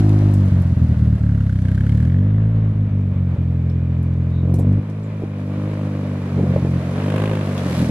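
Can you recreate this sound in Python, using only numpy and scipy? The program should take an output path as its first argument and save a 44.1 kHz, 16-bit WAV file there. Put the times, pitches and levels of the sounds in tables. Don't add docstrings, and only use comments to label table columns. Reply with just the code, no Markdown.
import sys
import numpy as np
from scipy import signal
from scipy.fft import rfft, irfft
from scipy.io import wavfile
from scipy.ndimage import uniform_filter1d

SR = 44100
rng = np.random.default_rng(int(sys.argv[2]) if len(sys.argv) > 2 else 0)


def file_out(sig):
    cols = np.atleast_2d(sig).T
    lim = np.clip(cols, -1, 1)
    pcm = np.round(lim * 32767).astype(np.int16)
    wavfile.write(sys.argv[1], SR, pcm)


N = 348390
T = np.arange(N) / SR

# [t/s, firing rate/Hz]
FIRING_RATE = [(0.0, 51.92), (0.22, 51.53), (0.55, 46.01), (0.95, 38.76), (1.35, 35.15), (1.65, 30.73),
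               (1.95, 36.64), (2.25, 50.73), (2.5, 54.98), (2.85, 50.79), (3.1, 47.2), (3.4, 43.05),
               (3.9, 42.82), (4.42, 43.3), (4.83, 51.32), (5.06, 52.72), (5.43, 48.96), (5.69, 51.58),
               (6.36, 46.9), (6.82, 44.22), (7.08, 49.95), (7.28, 53.11), (7.61, 46.71), (7.9, 39.21)]
# [t/s, effort/0-1]
ENGINE_EFFORT = [(0, 0.26), (.5, 0.15), (.76, 0), (1.05, 0.07), (1.6, 0), (2.0, 0.35), (2.4, 0.36),
                 (2.85, 0.24), (4.35, 0.43), (4.6, 0.59), (4.9, 0.4), (5.33, 0.41), (5.6, 0.7),
                 (6.05, 0.68), (6.3, 0.62), (6.8, 0.59), (6.95, 0.82), (7.17, 1), (7.5, 0.83), (7.9, 0.59)]
# [t/s, distance/m]
PIPE_DISTANCE = [(0, 2.3), (.9, 1.87), (1.6, 2.63), (4, 6.04), (7.9, 9.5)]
# [start/s, end/s, roughness/0-1, late burning/0-1]
ROUGH_SPELLS = [(.48, 1.2, .7, 0), (2.72, 3.4, .3, .15), (4.42, 4.8, .6, .6), (6.36, 6.57, .8, .7),
                (6.57, 6.8, .3, .3), (7.65, 7.9, .8, .8)]
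# [t/s, relative level/dB]
WEAK_FIRINGS = [(.503, -10.5), (.634, -9), (.678, -4), (.702, -4.5), (.752, -20), (.797, -5.5),
                (.871, -6.5), (.947, -8), (.972, -1.5), (1.185, -10.5), (2.744, -9.5), (2.896, -10),
                (3.147, -8.5), (3.363, -26), (6.478, -0.5), (6.544, -3.5), (6.61, -6.5)]
# [start/s, end/s, boom lift/dB, drone lift/dB]
LIGHT_LOAD = [(-.1, 4.55, 9.3, 3), (4.47, 4.79, 11.5, 6), (6.31, 6.79, 6, 7), (7.75, 7.95, 4.5, 8.5)]
# [f/Hz, gain/dB]
PIPE_RESPONSE = [(12, -55), (25, -23), (48, -12), (65, 0), (90, -1), (135, 2), (175, -3), (222, -11),
                 (244, -3.5), (265, -14), (305, -18), (340, -28), (365, -22), (395, -26), (432, -14.5),
                 (455, -20), (500, -16), (570, -20), (615, -20), (700, -32), (800, -39), (980, -30),
                 (1150, -31), (1350, -42), (2000, -52), (8000, -110)]
# [f/Hz, bandwidth/Hz, effort at full lift/0-1, lift/dB]
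PIPE_MODES = [(432, 30, .36, 5), (510, 150, .9, 3), (305, 34, .64, 7), (360, 28, .95, 11)]
# [f/Hz, level/dB]
RASP_SPECTRUM = [(250, -12), (520, -4), (780, -11), (1000, -2), (1150, -2), (1350, -9), (1600, -4),
                 (2000, -12), (2700, -8.5), (3600, -15), (4800, -29), (11500, -31), (14000, -50)]
# [f/Hz, gain/dB]
INTAKE_RESPONSE = [(120, -21), (210, 12.5), (310, 12), (370, 6), (470, -56), (700, -6), (1000, -25.5),
                   (3000, -79), (8000, -110)]
# [t/s, whirr level/dB, hiss level/dB]
ROLLING_LEVELS = [(0, -32.5, -51), (.6, -35.5, -56.5), (1.3, -41.5, -60.5), (2.0, -39.5, -58.5),
                  (2.3, -40.5, -67.5), (4.4, -41, -65.5), (5.3, -38.5, -62), (5.6, -35.5, -58),
                  (6.8, -33, -53.5), (7.05, -28.5, -49), (7.4, -30, -51), (7.9, -29.5, -44.5)]
# [f/Hz, level/dB]
WHIRR_SPECTRUM = [(25, -13.5), (60, -2.5), (250, 12.5), (420, 5), (600, 7.5), (780, -1.5), (1100, -3.5),
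                  (1500, -6.5), (2050, -9.5), (2400, -13.5), (2900, -14.5), (3900, -20.5), (5000, -33),
                  (9000, -43)]
# [f/Hz, level/dB]
HISS_SPECTRUM = [(1500, -16.5), (4000, 13.5), (6000, 9), (9000, 2.5), (11500, 2), (12500, -5),
                 (14000, -18.5)]
# [t/s, peak level/dB, f/Hz]
SHARP_TICKS = [(.338, -29, 9500), (0.456, -40, 7000), (.62, -38, 10000), (3.698, -41.5, 4200),
               (4.029, -43, 9500), (4.541, -30, 9500), (4.556, -41, 9500), (4.588, -31, 8500),
               (4.597, -33, 9500), (4.899, -43, 7000), (7.578, -25, 3000)]
# [f/Hz, level/dB]
WATER_SPECTRUM = [(700, -15.5), (1200, -3), (1500, 11), (1730, 14), (2000, -0.5), (2250, 5.5),
                  (2600, -14.5), (3050, 1), (3700, -9), (6000, -29), (14000, -51.5)]
# [f/Hz, level/dB]
STEAM_SPECTRUM = [(1500, -13.5), (3500, 2), (7000, -3), (11500, -4.5), (14000, -17.5)]
# [f/Hz, level/dB]
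VALVE_SPECTRUM = [(1500, -42), (2150, -11), (2400, 0.5), (2650, -16.5), (3300, -35), (3750, -18),
                  (4300, -45.5), (9000, -58)]
# [t/s, level/dB]
VALVE_ENVELOPE = [(2.4, -73.5), (2.9, -58.5), (4.4, -59.5), (5.6, -55.5), (6.5, -54.5), (7.2, -52)]
# [f/Hz, level/dB]
BURBLE_SPECTRUM = [(40, -28), (110, -18.5), (190, 4), (330, -4), (420, -6.5), (600, -11.5), (800, -26.5),
                   (2000, -55.5), (8000, -100)]
# [t/s, level/dB, f/Hz]
POPS_AND_KNOCKS = [(3.361, -23, 420), (4.495, -20, 330), (4.540, -14, 360), (4.587, -14, 280),
                   (4.594, -15, 520), (5.221, -18, 400), (5.236, -15, 320), (6.388, -11, 300),
                   (6.396, -11.5, 450), (6.438, -15, 350), (6.462, -18, 520), (6.562, -6.5, 540),
                   (6.649, -12, 440), (6.822, -24, 750), (7.14, -15, 600), (7.218, -11, 600),
                   (7.294, -14, 550), (7.474, -17, 500), (7.662, -14, 330), (7.802, -14, 260),
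                   (7.828, -15, 260)]
# [t/s, duration/s, f/Hz, level/dB]
CAR_SQUEAKS = [(4.282, 0.17, 3760, -60), (5.033, 0.02, 7200, -57)]
# [f/Hz, level/dB]
SNOW_SPECTRUM = [(200, -4), (600, 2), (1500, -3), (2500, -6), (4000, -8), (5500, -15), (9000, -19),
                 (11800, -19), (14000, -36)]
# [f/Hz, gain/dB]
SCATTER_RESPONSE = [(40, -26), (110, -54.5), (250, -26), (600, -19), (1200, -2), (2500, 5.5), (12000, -3)]
# [f/Hz, gain/dB]
WALL_RESPONSE = [(40, -43), (90, -42), (170, -37.5), (300, -24.5), (600, -22.5), (1200, -26), (8000, -36)]
# [f/Hz, side over mid/dB]
STEREO_WIDTH = [(60, -29.5), (250, -26), (500, -23.5), (1000, -4.5), (2000, -1.5), (4000, -4.5),
                (12000, 0.5)]


def undb(db):
    return 10 ** (np.asarray(db) / 20)


def curves(rows):
    s, *columns = np.transpose(rows)
    return [np.interp(T, s, c) for c in columns]


def unit(x):
    return x / np.sqrt(np.mean(x ** 2))


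def colour(x, points, causal=1):
    size = 16384
    hz, db = np.transpose(points)
    f = np.maximum(np.fft.rfftfreq(size, 1 / SR), 1)
    magnitude = undb(np.interp(np.log(f), np.log(hz), db))
    cepstrum = irfft(np.log(magnitude))
    cepstrum[1:size // 2] *= 1 + causal
    cepstrum[size // 2 + 1:] *= 1 - causal
    response = np.roll(irfft(np.exp(rfft(cepstrum))), size // 2)
    return signal.fftconvolve(x, response)[size // 2:size // 2 + len(x)]


def below(x, hz):
    return signal.sosfiltfilt(signal.butter(4, hz, fs=SR, output="sos"), x)


def band(x, hz, width_hz):
    return signal.lfilter(*signal.iirpeak(hz, hz / width_hz, fs=SR), x)


def spread(pair, points):
    mid, side = (colour(x, points) for x in pair)
    side = colour(side, STEREO_WIDTH)
    return unit(np.array([mid + side, mid - side]))


def noise(points):
    return spread(rng.standard_normal((2, N)), points)


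def walk(rate_hz):
    step = int(SR / rate_hz)
    steps = np.repeat(rng.standard_normal(N // step + 1), step)
    return unit(uniform_filter1d(steps, step)[:N])


def swell(at_s, rise_db_s, fall_db_s):
    return np.minimum(T - at_s, 0) * rise_db_s - np.maximum(T - at_s, 0) * fall_db_s


def held(x, db):
    span = SR // 5
    power = uniform_filter1d(uniform_filter1d(x ** 2, span), span)
    return x * undb(db) / np.sqrt(power + 1e-14)


def add(out, s, x):
    i = int(s * SR)
    out[i:i + len(x)] += x[:N - i]


def stumbling():
    return sum(np.outer(amounts, (T > start) & (T < end)) for start, end, *amounts in ROUGH_SPELLS)


def firings(scatter_db=.8, jitter_s=.00008, rough_db=1, rough_s=.0005):
    cycles = np.cumsum(curves(FIRING_RATE)[0]) / SR - .21
    times = T[1:][np.diff(np.floor(cycles)) > 0]
    rough = np.interp(times, T, stumbling()[0])
    chance = rng.uniform(-1, 1, (len(times), 2)) * np.sqrt(3)
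    db = (scatter_db + rough_db * rough) * chance[:, 0]
    for s, weak_db in WEAK_FIRINGS:
        db[np.argmin(abs(times - s))] = weak_db
    times = times + (jitter_s + rough_s * rough) * chance[:, 1]
    pulses = np.zeros(N)
    pulses[np.clip(times * SR, 0, N - 1).astype(int)] = undb(db)
    phase = (cycles + .08) % 1
    return pulses, phase


def registers(attack_s=.06, release_s=.02, loss_db_per_doubling=5, full_lift_db=10.5):
    effort = curves(ENGINE_EFFORT)[0]
    spreading_db = loss_db_per_doubling * np.log2(curves(PIPE_DISTANCE)[0])
    lift = np.zeros((2, N))
    for start, end, *lift_db in LIGHT_LOAD:
        gate = np.clip(np.minimum((T - start) / attack_s, 1 - (T - end) / release_s), 0, 1)
        lift = np.maximum(lift, np.outer(lift_db, gate))
    boom_db = -20.5 + 12 * effort - spreading_db + lift[0]
    drone_db = -19.7 + 14 * effort - spreading_db + lift[1]
    speed_octaves = np.log2(curves(FIRING_RATE)[0] / 45)
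    bark_db = -57.5 + 27.5 * effort + 11 * speed_octaves
    bass_loss = .55 * np.clip(1 - lift[0] / full_lift_db, 0, 1)
    return boom_db, drone_db, bark_db, bass_loss


def round_trips(pulses, cool_trip_s=.0106):
    effort = curves(ENGINE_EFFORT)[0]
    trip_s = cool_trip_s * (1 - .1 * effort)
    returned = .4 * (1 - .5 * effort)
    return sum(returned ** k * np.interp(T - k * trip_s, T, pulses, left=0) for k in range(4))


def exhaust(pulses, boom_db, drone_db, bark_db, bass_loss, effort_span=.16):
    pipe = round_trips(colour(pulses, PIPE_RESPONSE, causal=.19))
    pipe = pipe - 2 * band(pipe, hz=210, width_hz=45)
    pipe = pipe - bass_loss * below(pipe, hz=62.6)
    effort = curves(ENGINE_EFFORT)[0]
    for hz, width_hz, best_effort, lift_db in PIPE_MODES:
        singing = np.exp(-((effort - best_effort) / effort_span) ** 2)
        pipe = pipe + band(pipe, hz, width_hz) * (undb(lift_db * singing) - 1)
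    boom, boom_and_drone = below(pipe, hz=125), below(pipe, hz=335)
    drone, bark = boom_and_drone - boom, pipe - boom_and_drone
    return held(boom, boom_db) + held(drone, drone_db) + held(bark, bark_db)


def gas_rasp(phase, bark_db, loudest_db=-33, db_per_bark_db=2.3):
    puff = unit(np.exp(-(phase / .42) ** 2) * (1 - np.exp(-phase / .04)) + .05)
    level_db = loudest_db + db_per_bark_db * (bark_db - bark_db.max())
    return noise(RASP_SPECTRUM) * puff * undb(level_db + 2 * walk(45))


def intake(pulses, lag_s=.0015):
    growl = np.interp(T - lag_s, T, colour(pulses, INTAKE_RESPONSE))
    return unit(growl) * undb(-28.5 + swell(at_s=.38, rise_db_s=-19.5, fall_db_s=57.5))


def running_gear():
    whirr_db, hiss_db = curves(ROLLING_LEVELS)
    whirr = noise(WHIRR_SPECTRUM) * undb(whirr_db + 1.1 * walk(25))
    droplets = rng.standard_normal((2, N)) * undb(2.9 * rng.exponential(size=N))
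    return whirr + spread(droplets, HISS_SPECTRUM) * undb(hiss_db + .37 * walk(7.2))


def sharp_ticks(decay_s=.002):
    out, t = np.zeros(N), T[:SR // 20]
    for s, db, hz in SHARP_TICKS:
        burst = rng.standard_normal(len(t)) * np.exp(-t / decay_s)
        tick = band(burst, hz, width_hz=.6 * hz)
        add(out, s, tick * undb(db) / abs(tick).max())
    return out


def spitting(phase, thickest_s=1.9, glide_per_s=.12):
    warped_s = np.cumsum(1 + glide_per_s * np.clip(T - thickest_s, -1, .5)) / SR
    rattle = np.array([np.interp(warped_s, T, x) for x in noise(WATER_SPECTRUM)])
    opening = 1 - np.exp(-phase / .04)
    shake = unit(np.exp(-phase / .15) * opening + .03) * undb(1.6 * walk(70))
    spurt = unit(np.exp(-phase / .12) * opening) * undb(2 * walk(35))
    water_db = -44 + swell(thickest_s, rise_db_s=11, fall_db_s=20)
    steam_db = -56 + swell(at_s=2.016, rise_db_s=13.5, fall_db_s=155.5)
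    return rattle * shake * undb(water_db) + noise(STEAM_SPECTRUM) * spurt * undb(steam_db)


def valve_train(phase):
    throb = unit(np.exp(-phase / .48) + .32)
    return noise(VALVE_SPECTRUM) * throb * undb(curves(VALVE_ENVELOPE)[0])


def burble(burns_per_s=90, level_db=-38.5):
    thuds = (rng.random(N) < burns_per_s / SR) * rng.uniform(.16, 1, N) * stumbling()[1]
    return unit(colour(thuds, BURBLE_SPECTRUM)) * undb(level_db)


def pops_and_knocks(decay_cycles=1.4, rumble_decay_s=.018):
    out, t = np.zeros(N), T[:SR // 10]
    for s, db, hz in POPS_AND_KNOCKS:
        ring = np.sin(2 * np.pi * hz * t) * np.exp(-t * hz / decay_cycles)
        rumble = band(rng.standard_normal(len(t)), hz, width_hz=hz) * np.exp(-t / rumble_decay_s)
        add(out, s, (ring + rumble) * undb(db))
    return below(out, hz=990)


def squeaks(width_hz=300):
    out = np.zeros(N)
    for s, length_s, hz, db in CAR_SQUEAKS:
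        n = int(length_s * SR)
        tone = unit(band(band(rng.standard_normal(n), hz, width_hz), hz, width_hz))
        add(out, s, tone * np.hanning(n) ** .5 * undb(db + 3 * walk(90)[:n]))
    return out


def snow(grains_per_s=2500, breakthrough_s=7.8):
    breaks = rng.random(N) < grains_per_s / SR
    grains = breaks * rng.standard_normal((2, N)) * undb(2.2 * rng.exponential(size=N))
    level_db = -33 + swell(breakthrough_s, rise_db_s=42, fall_db_s=120)
    return spread(grains, SNOW_SPECTRUM) * undb(level_db + .41 * walk(52))


def driveway(x, decay_s, echo_db):
    t = T[:SR // 3]
    tail = rng.standard_normal(len(t)) * np.exp(-t / decay_s) * (t > .002)
    scattered = signal.fftconvolve(colour(x, SCATTER_RESPONSE), tail / np.linalg.norm(tail))[:N]
    wall_delay_s = .06 - .004 * curves(PIPE_DISTANCE)[0]
    echo = scattered + np.interp(T - wall_delay_s, T, colour(x, WALL_RESPONSE), left=0)
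    return x + np.array([echo, -echo]) * undb(echo_db)


def scene():
    boom_db, drone_db, bark_db, bass_loss = registers()
    pulses, phase = firings()
    pipe = exhaust(pulses, boom_db, drone_db, bark_db, bass_loss)
    low_sounds = pipe + intake(pulses) + burble() + pops_and_knocks()
    echoing = driveway(low_sounds, decay_s=.0067, echo_db=-3.5)
    echoing += driveway(sharp_ticks() + squeaks(), decay_s=.019, echo_db=-4)
    noises = gas_rasp(phase, bark_db) + spitting(phase) + valve_train(phase) + running_gear() + snow()
    left, right = echoing + noises
    return np.array([np.pad(left, (3, 0))[:N], right])


def record(dry, cutoff_hz=12900):
    return signal.sosfilt(signal.ellip(8, .2, 70, cutoff_hz, fs=SR, output="sos"), dry)


dry = scene()
out = record(dry)
file_out(out)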